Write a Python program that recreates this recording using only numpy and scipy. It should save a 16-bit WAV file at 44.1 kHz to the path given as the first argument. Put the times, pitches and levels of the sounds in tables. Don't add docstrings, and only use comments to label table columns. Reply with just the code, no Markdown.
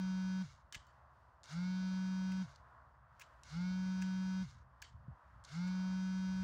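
import sys
import numpy as np
from scipy import signal
from scipy.fft import rfft, irfft, next_fast_len
from scipy.io import wavfile
from scipy.ndimage import uniform_filter1d

SR = 44100
rng = np.random.default_rng(int(sys.argv[2]) if len(sys.argv) > 2 else 0)


def bounce(signal):
    frames = np.transpose(np.atleast_2d(signal))
    limited = np.clip(frames, -1, 1)
    pcm = np.round(limited * 32767).astype(np.int16)
    wavfile.write(sys.argv[1], SR, pcm)


def convert_level_to_amplitude(level_db):
    exponent = np.asarray(level_db, float) / 20
    return 10 ** exponent


N = 283563
TIME = np.arange(N) / SR

# pitch_hz, density_db
ROAD_COLOUR = [(120, -54), (200, -18), (366, -17.5), (401, -22), (529, -12.5), (635, -7.5), (806, -9),
               (1000, -2.5), (1450, -9), (1980, -18), (2130, -26), (3970, -35), (4600, -34), (7830, -43.5),
               (16000, -55)]
# time_s, level_db
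TRAFFIC = [(.45, -0.5), (.75, -1.5), (1.05, 0.5), (1.4, 0.5), (2.45, 2.5), (2.7, 2), (3.0, -1.5), (3.4, 1),
           (4.5, 0), (4.9, -2), (5.15, -1.5), (5.45, 2)]
# time_s, level_db
GUSTS = [(0.0, -61.5), (1.43, -71), (1.57, -63), (3.42, -68), (3.47, -60.5), (4.53, -60), (4.87, -67.5),
         (4.96, -59), (5.03, -63), (5.1, -52), (5.21, -82), (5.26, -63), (5.94, -64.5), (6.43, -55.5)]
# pitch_hz, density_db
WIND_COLOUR = [(13, -55), (22, -42.5), (44, -15.5), (64, -0.5), (78, -6), (92, -11), (129, -8.5),
               (152, -17.5), (260, -30), (340, -62.5), (570, -120)]
# start_s, peak_db, pitch_hz, t60_s
PUFFS = [
    (0.763, -29, 64, 0.014),
    (0.789, -51.5, 72.7, 0.042),
    (4.942, -47, 103, 0.094),
    (4.99, -52.5, 108, 0.11),
    (5.082, -33, 136, 0.036),
    (5.105, -46, 85, 0.12),
    (5.328, -56, 68, 0.11),
    (5.362, -51, 120, 0.044),
]
# start_s, peak_db, clack_db (below 3 kHz), grit_db (above 4.4 kHz), length_s
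BLOWS = [(0.7246, -34, -6, -25, 0.0014), (0.729, -48.5, 5, -18, 0.0034), (0.7452, -46.5, 13, -33, 0.0039),
         (0.7497, -50, 11, -36, .004), (0.868, -58, -30, -12, .002), (0.882, -79, -15, -25, 0.0013),
         (2.318, -53.5, 10, -25, 0.0041), (3.1957, -51, 5, -5, 0.0033), (3.205, -62, 12, -18, 0.0084),
         (3.213, -52.5, 8, -6, 0.0022), (3.2175, -57.5, 13.5, -25, 0.0046), (3.334, -79, 12, -22, 0.0031),
         (4.016, -47, -1, -16, .004), (4.0214, -45, 6, -31, 0.0043), (4.8184, -41.5, -10, -15, 0.0026),
         (4.8228, -47.5, 12.5, -17, 0.0028), (5.67, -55, 5.5, -32, 0.011)]
# pitch_hz, width_hz, level_db
BLADE_CLACK = [(1678, 21, 17), (2110, 79, 5.5), (2560, 470, 6), (2800, 200, -22)]
# pitch_hz, level_db, t60_s
STEEL_MODES = [(3050, 2, .12), (3780, -3, .14), (4280, -8, .1), (4510, -1, .2), (4570, -1, .17),
               (6500, -8, .08), (7360, 0, .11), (8650, -7, .08)]
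# pitch_hz, density_db
EARTH_COLOUR = [(1180, -10), (2000, 0), (2570, -10.5), (3040, 2), (3550, -6), (4410, -6), (7380, -10),
                (9250, -25.5), (12500, -52), (16000, -42)]
# on_s, off_s, top_speed_hz, knock_s (until the shaft runs true)
MOTOR_RUNS = [
    (-.566, .424, 187.7, .3),
    (1.434, 2.425, 188.05, .56),
    (3.437, 4.428, 188, .32),
    (5.444, 6.444, 188.1, .31),
]
STRONG_MULTIPLES = {3: -35, 5: -24, 6: -36.5, 7: -32, 8: -21, 9: -29, 11: -35, 12: -39, 13: -33, 14: -42,
                    15: -37, 17: -31, 20: -33, 22: -38, 24: -33, 26: -31, 27: -36, 30: -35, 32: -32, 35:
                    -39, 41: -44, 48: -55, 49: -57, 53: -58, 55: -59, 56: -57, 58: -59, 60: -59, 64: -59,
                    66: -60}
# pitch_hz (at top speed), level_db
FAINT_MULTIPLES = [(375, -42), (1875, -54), (3000, -56), (3560, -40), (5440, -41), (8450, -60),
                   (13200, -74), (15600, -66)]
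# pitch_hz, width_hz, level_db
CASE_RESONANCES = [(1380, 300, 8), (2150, 165, 13.5), (3030, 150, -9), (4400, 1200, 7)]
# pitch_hz, density_db
BRUSH_COLOUR = [(880, -21), (1500, 0), (1900, -15.5), (2160, -4), (2540, -21.5), (2800, -9.5),
                (3050, -15.5), (3800, -9.5), (6630, -12.5), (8080, -25), (9750, -29), (13600, -47),
                (15400, -38), (17000, -60.5)]
# pitch_hz, density_db
SHUDDER_COLOUR = [(90, -25.5), (140, 0), (190, -1.5), (240, -2), (290, -7), (340, -22), (420, -41),
                  (900, -95)]
# start_s,
# peak_db
DRY_TICKS = [(1.4334, -43.5), (1.4404, -42.5), (1.448, -52), (1.4574, -45), (1.5284, -43), (2.5594, -47),
             (3.4343, -40), (3.439, -50), (5.4394, -44.5), (5.4485, -44), (5.4515, -42.5)]

ROAD_DB, FLICKER_DB, BRIGHT_DB = -68.5, 4, 0.4
RING_DB, RING_PER_CLACK = -15, -0.34
RING_ON_DB = -26
EARTH_DB, EARTH_T60_S, EARTH_LATE_S = -15.5, 0.26, 0.013
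SPIN_S = 0.052
SETTLE_HZ, SETTLE_S = 5.5, 0.33
COAST_S, COAST_LAG_S, DRY_FRICTION = 0.07, 0.02, 0.06
HUM_DB, HUM_FULL_HZ, HUM_DB_PER_HZ = -38, 173.7, 0.5
HUM_OFF_DB, HUM_OFF_DB_PER_HZ = -40, 0.21
WHINE_DB, WHINE_LAG_DB, WHINE_OFF_DB, WHINE_OFF_LAG_DB = -0.5, -48, -14, -60
SCRAPE_START_DB, SCRAPE_PEAK_DB, SCRAPE_DB = -65.5, -56.5, -70
SCRAPE_PEAK_S, SCRAPE_CALM_S = 0.1, 0.07
SCRAPE_OFF_DB, SCRAPE_KNEE, JOLT_DB, JOLT_S = -63, 0.3, 5, 0.0051
LAST_MULTIPLE = 83
CONTACTS, INRUSH_DB = 12, 7
KNOCK_DB, KNOCK_HZ, KNOCK_WIDTH_HZ, KNOCK_FADE_S = -35, 4300, 1700, 0.02
RATTLE_DB, RATTLE_LO_HZ, RATTLE_HI_HZ = -32.5, 474, 1570
ROCK_LATE_S, ROCK_DB, ROCK_HZ, ROCK_T60_S = 0.035, -52.5, 137, 0.3
TICK_S = 0.001
HISS_DB = -103
MIC_LOW_HZ, TREBLE_END_HZ = 39.5, 15740
MIC_PEAK_HZ, MIC_PEAK_WIDTH_HZ, MIC_PEAK_DB = 15400, 480, -3.5


def band(x, lo_hz, hi_hz):
    edges = [lo_hz, min(hi_hz, 0.45 * SR)]
    return signal.sosfilt(signal.butter(3, edges, "band", fs=SR, output="sos"), x)


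def lowpass(x, hz):
    return signal.sosfiltfilt(signal.butter(2, hz, fs=SR, output="sos"), x)


def ring(x, hz, width_hz):
    return signal.lfilter(*signal.iirpeak(hz, hz / width_hz, SR), x)


def unit(x):
    return x / np.sqrt(np.mean(x ** 2))


def noise(colour):
    pitch_hz, density_db = np.transpose(colour)
    size = next_fast_len(N)
    grid_hz = np.arange(size // 2 + 1) * SR / size + 1
    gain = convert_level_to_amplitude(np.interp(np.log(grid_hz), np.log(pitch_hz), density_db))
    return unit(irfft(rfft(rng.standard_normal(size)) * gain, size)[:N])


def walk(rate_hz):
    hold = int(SR / rate_hz)
    steps = np.repeat(rng.standard_normal(N // hold + 1), hold)
    return unit(uniform_filter1d(uniform_filter1d(steps, hold), hold)[:N])


def bursts(starts_s, peaks_db, lengths_s, rise):
    out, age = np.zeros(N + SR), TIME[:SR // 10]
    for start_s, peak_db, length_s in zip(starts_s, peaks_db, lengths_s):
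        shape = (1 - np.exp(-age / (rise * length_s))) * np.exp(-age / length_s)
        out[int(start_s * SR):][:len(age)] += convert_level_to_amplitude(peak_db) * shape
    return out[:N]


def field():
    drone = noise(ROAD_COLOUR)
    swell_db = np.interp(TIME, *np.transpose(TRAFFIC))
    bright_db = BRIGHT_DB * walk(2.1)
    edges_hz = 477, 644, 810, 970, 1300, 1710, 2270
    below = [0] + [lowpass(drone, hz) for hz in edges_hz] + [drone]
    tilts = 0, -1, -1, -0.5, 0.5, 1, 1, 0
    out = 0
    for lo, hi, tilt in zip(below, below[1:], tilts):
        flicker_db = FLICKER_DB * (1 if tilt else 0.5) * walk(8)
        level_db = ROAD_DB + swell_db + tilt * bright_db + 0.28 * walk(1.2) + flicker_db
        out = out + convert_level_to_amplitude(level_db) * (hi - lo)
    return out


def wind():
    gust_db = np.interp(TIME, *np.transpose(GUSTS)) + walk(23)
    out = convert_level_to_amplitude(gust_db) * noise(WIND_COLOUR)
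    for start_s, peak_db, pitch_hz, t60_s in PUFFS:
        age = np.clip(TIME - start_s, 0, None)
        swell = (1 - np.exp(-age / 0.0051)) * 1000 ** (-age / t60_s)
        out = out + convert_level_to_amplitude(peak_db + 5) * swell * np.sin(2 * np.pi * pitch_hz * age / (1 + 5 * age))
    return out


def hoe():
    start_s, peak_db, clack_db, grit_db, length_s = np.transpose(BLOWS)

    def contact(more_db):
        return bursts(start_s, peak_db + more_db, length_s, rise=0.38)

    grains = rng.standard_normal(N) * convert_level_to_amplitude(1.8 * rng.exponential(size=N))
    clack = unit(sum(convert_level_to_amplitude(db) * ring(grains, hz, width_hz) for hz, width_hz, db in BLADE_CLACK))
    crack = unit(band(grains, 3090, 7480))
    grit = unit(band(grains, 4400, 11000)) + convert_level_to_amplitude(1) * unit(band(grains, 14300, 16000))
    blow = contact(0)
    blade = contact(clack_db) * clack + blow * crack + contact(grit_db) * grit

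    age = TIME[:SR // 2]
    late = np.clip(age - EARTH_LATE_S, 0, None)
    decay = np.sign(late) * 1000 ** (-2 * late / EARTH_T60_S)
    patter = np.sqrt(signal.fftconvolve(blow ** 2, decay)[:N].clip(0) / 100)
    earth = convert_level_to_amplitude(EARTH_DB + 2 * walk(120)) * patter * noise(EARTH_COLOUR)

    modes = sum(convert_level_to_amplitude(db) * np.sin(2 * np.pi * hz * age) * 1000 ** (-age / t60_s)
                for hz, db, t60_s in STEEL_MODES)
    strike = contact(RING_DB + RING_PER_CLACK * clack_db) * crack
    sliding = convert_level_to_amplitude(RING_ON_DB) * patter * unit(grains)
    steel = signal.fftconvolve(strike + sliding, modes)[:N]
    return convert_level_to_amplitude(-3) * blade + convert_level_to_amplitude(-35) * steel + earth


def rotor():
    hz = np.zeros(N)
    hum_db, whine_db, scrape_db = np.full((3, N), -120.)
    stop_s = COAST_S * np.log(1 + 1 / DRY_FRICTION) + COAST_LAG_S
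    for on_s, off_s, top_hz, _ in MOTOR_RUNS:
        powered = (TIME >= on_s) & (TIME < off_s)
        a = TIME[powered] - on_s
        settle = SETTLE_HZ / top_hz
        up = 1 - np.exp(-a / SPIN_S) * (1 - settle) - np.exp(-a / SETTLE_S) * settle
        hz[powered] = top_hz * up
        hum_db[powered] = HUM_DB - HUM_DB_PER_HZ * np.clip(HUM_FULL_HZ - hz[powered], 0, None)
        whine_db[powered] = WHINE_DB + WHINE_LAG_DB * (1 - up)
        rising = SCRAPE_START_DB + (SCRAPE_PEAK_DB - SCRAPE_START_DB) * a / SCRAPE_PEAK_S
        calming = SCRAPE_DB + (SCRAPE_PEAK_DB - SCRAPE_DB) * np.exp((SCRAPE_PEAK_S - a) / SCRAPE_CALM_S)
        scrape_db[powered] = np.minimum(rising, calming)

        coasting = (TIME >= off_s) & (TIME < off_s + stop_s)
        b = TIME[coasting] - off_s
        drag = np.exp(-b ** 2 / (b + COAST_LAG_S) / COAST_S)
        down = np.clip((1 + DRY_FRICTION) * drag - DRY_FRICTION, 0, 1)
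        hz[coasting] = top_hz * down
        hum_db[coasting] = HUM_OFF_DB - HUM_OFF_DB_PER_HZ * (top_hz - hz[coasting])
        whine_db[coasting] = WHINE_OFF_DB + WHINE_OFF_LAG_DB * (1 - down)
        fading = down / (down + SCRAPE_KNEE) + 1e-4
        scrape_db[coasting] = SCRAPE_OFF_DB + 20 * np.log10(fading) + JOLT_DB * np.exp(-b / JOLT_S)
    unrest_hz = 0.1 + 0.006 * (hz.max() - hz)
    speed_hz = hz * (1 + unrest_hz * walk(40) / hz.max())
    return speed_hz, uniform_filter1d(hum_db, size=200), whine_db, scrape_db


def case_db(hz):
    return sum(db / (1 + (2 * (hz - centre_hz) / width_hz) ** 4)
               for centre_hz, width_hz, db in CASE_RESONANCES)


def whine(hz, turn):
    out, coarse = 0, np.arange(0, N, 64)
    time, slow_hz, top_hz = TIME[coarse], hz[coarse], hz.max()
    steady_hz = MOTOR_RUNS[2][2]
    faint_hz, faint_db = np.transpose(FAINT_MULTIPLES)
    starting = np.clip((top_hz - slow_hz) / 4, 0, 1)
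    loose = sum((time > on_s) * np.clip((on_s + knock_s - time) / KNOCK_FADE_S, 0, 1)
                for on_s, _, _, knock_s in MOTOR_RUNS)
    step = wheel = np.exp(1j * turn)
    for k in range(2, LAST_MULTIPLE + 1):
        wheel = wheel * step
        other_db = np.interp(np.log(k * top_hz), np.log(faint_hz), faint_db)
        level_db = STRONG_MULTIPLES.get(k, other_db)
        sweep_db = case_db(k * slow_hz) - case_db(k * steady_hz)
        sweep_db = sweep_db + (k == CONTACTS) * INRUSH_DB * starting
        knock_hump = 1 + (2 * (k * slow_hz - KNOCK_HZ) / KNOCK_WIDTH_HZ) ** 4
        knock = loose * convert_level_to_amplitude(KNOCK_DB) / knock_hump
        shimmer_db = 0.9 * unit(uniform_filter1d(rng.standard_normal(len(coarse)), size=25))
        level = convert_level_to_amplitude(shimmer_db) * np.hypot(convert_level_to_amplitude(sweep_db + level_db), knock)
        phase = np.exp(2j * np.pi * rng.random())
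        out = out + np.interp(TIME, time, level) * (wheel * phase).real
    return np.sqrt(2) * out


def motor():
    hz, hum_db, whine_db, scrape_db = rotor()
    turn = 2 * np.pi * np.cumsum(hz) / SR
    shudder = convert_level_to_amplitude(-27) * noise(SHUDDER_COLOUR)
    imbalance = np.sqrt(2) * convert_level_to_amplitude(0.21 * walk(45)) * np.cos(turn)
    rattle = convert_level_to_amplitude(RATTLE_DB) * unit(band(rng.standard_normal(N), RATTLE_LO_HZ, RATTLE_HI_HZ))
    hum = convert_level_to_amplitude(hum_db) * (shudder - imbalance + rattle)
    for _, off_s, *_ in MOTOR_RUNS:
        age = np.clip(TIME - off_s - ROCK_LATE_S, 0, None)
        hum = hum + convert_level_to_amplitude(ROCK_DB) * 1000 ** (-age / ROCK_T60_S) * np.sin(2 * np.pi * ROCK_HZ * age)
    segments = 1 + 0.3 * np.sin(3 * turn)
    scrape = convert_level_to_amplitude(scrape_db + 1.5 * walk(60)) * segments * noise(BRUSH_COLOUR)
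    start_s, peak_db = np.transpose(DRY_TICKS)
    jerks = bursts(start_s, peak_db, np.full(len(start_s), TICK_S), rise=0.086)
    ticks = band(jerks * rng.choice([-1., 1.], N), 3000, 7650)
    return hum + convert_level_to_amplitude(whine_db + HUM_DB) * whine(hz, turn) + scrape + ticks


def scene():
    return (field() + wind() + hoe() + motor())[None]


def top_cut(x):
    return signal.sosfilt(signal.butter(12, 17060, fs=SR, output="sos"), x)


def record(dry):
    x = dry + convert_level_to_amplitude(HISS_DB) * rng.standard_normal(N)
    x = signal.sosfilt(signal.butter(2, MIC_LOW_HZ, "high", fs=SR, output="sos"), x)
    x = x + convert_level_to_amplitude(MIC_PEAK_DB) * ring(x, MIC_PEAK_HZ, MIC_PEAK_WIDTH_HZ)
    x = signal.sosfilt(signal.ellip(10, 0.2, 60, TREBLE_END_HZ, fs=SR, output="sos"), x)
    return top_cut(x)


dry = scene()
out = record(dry)
bounce(out)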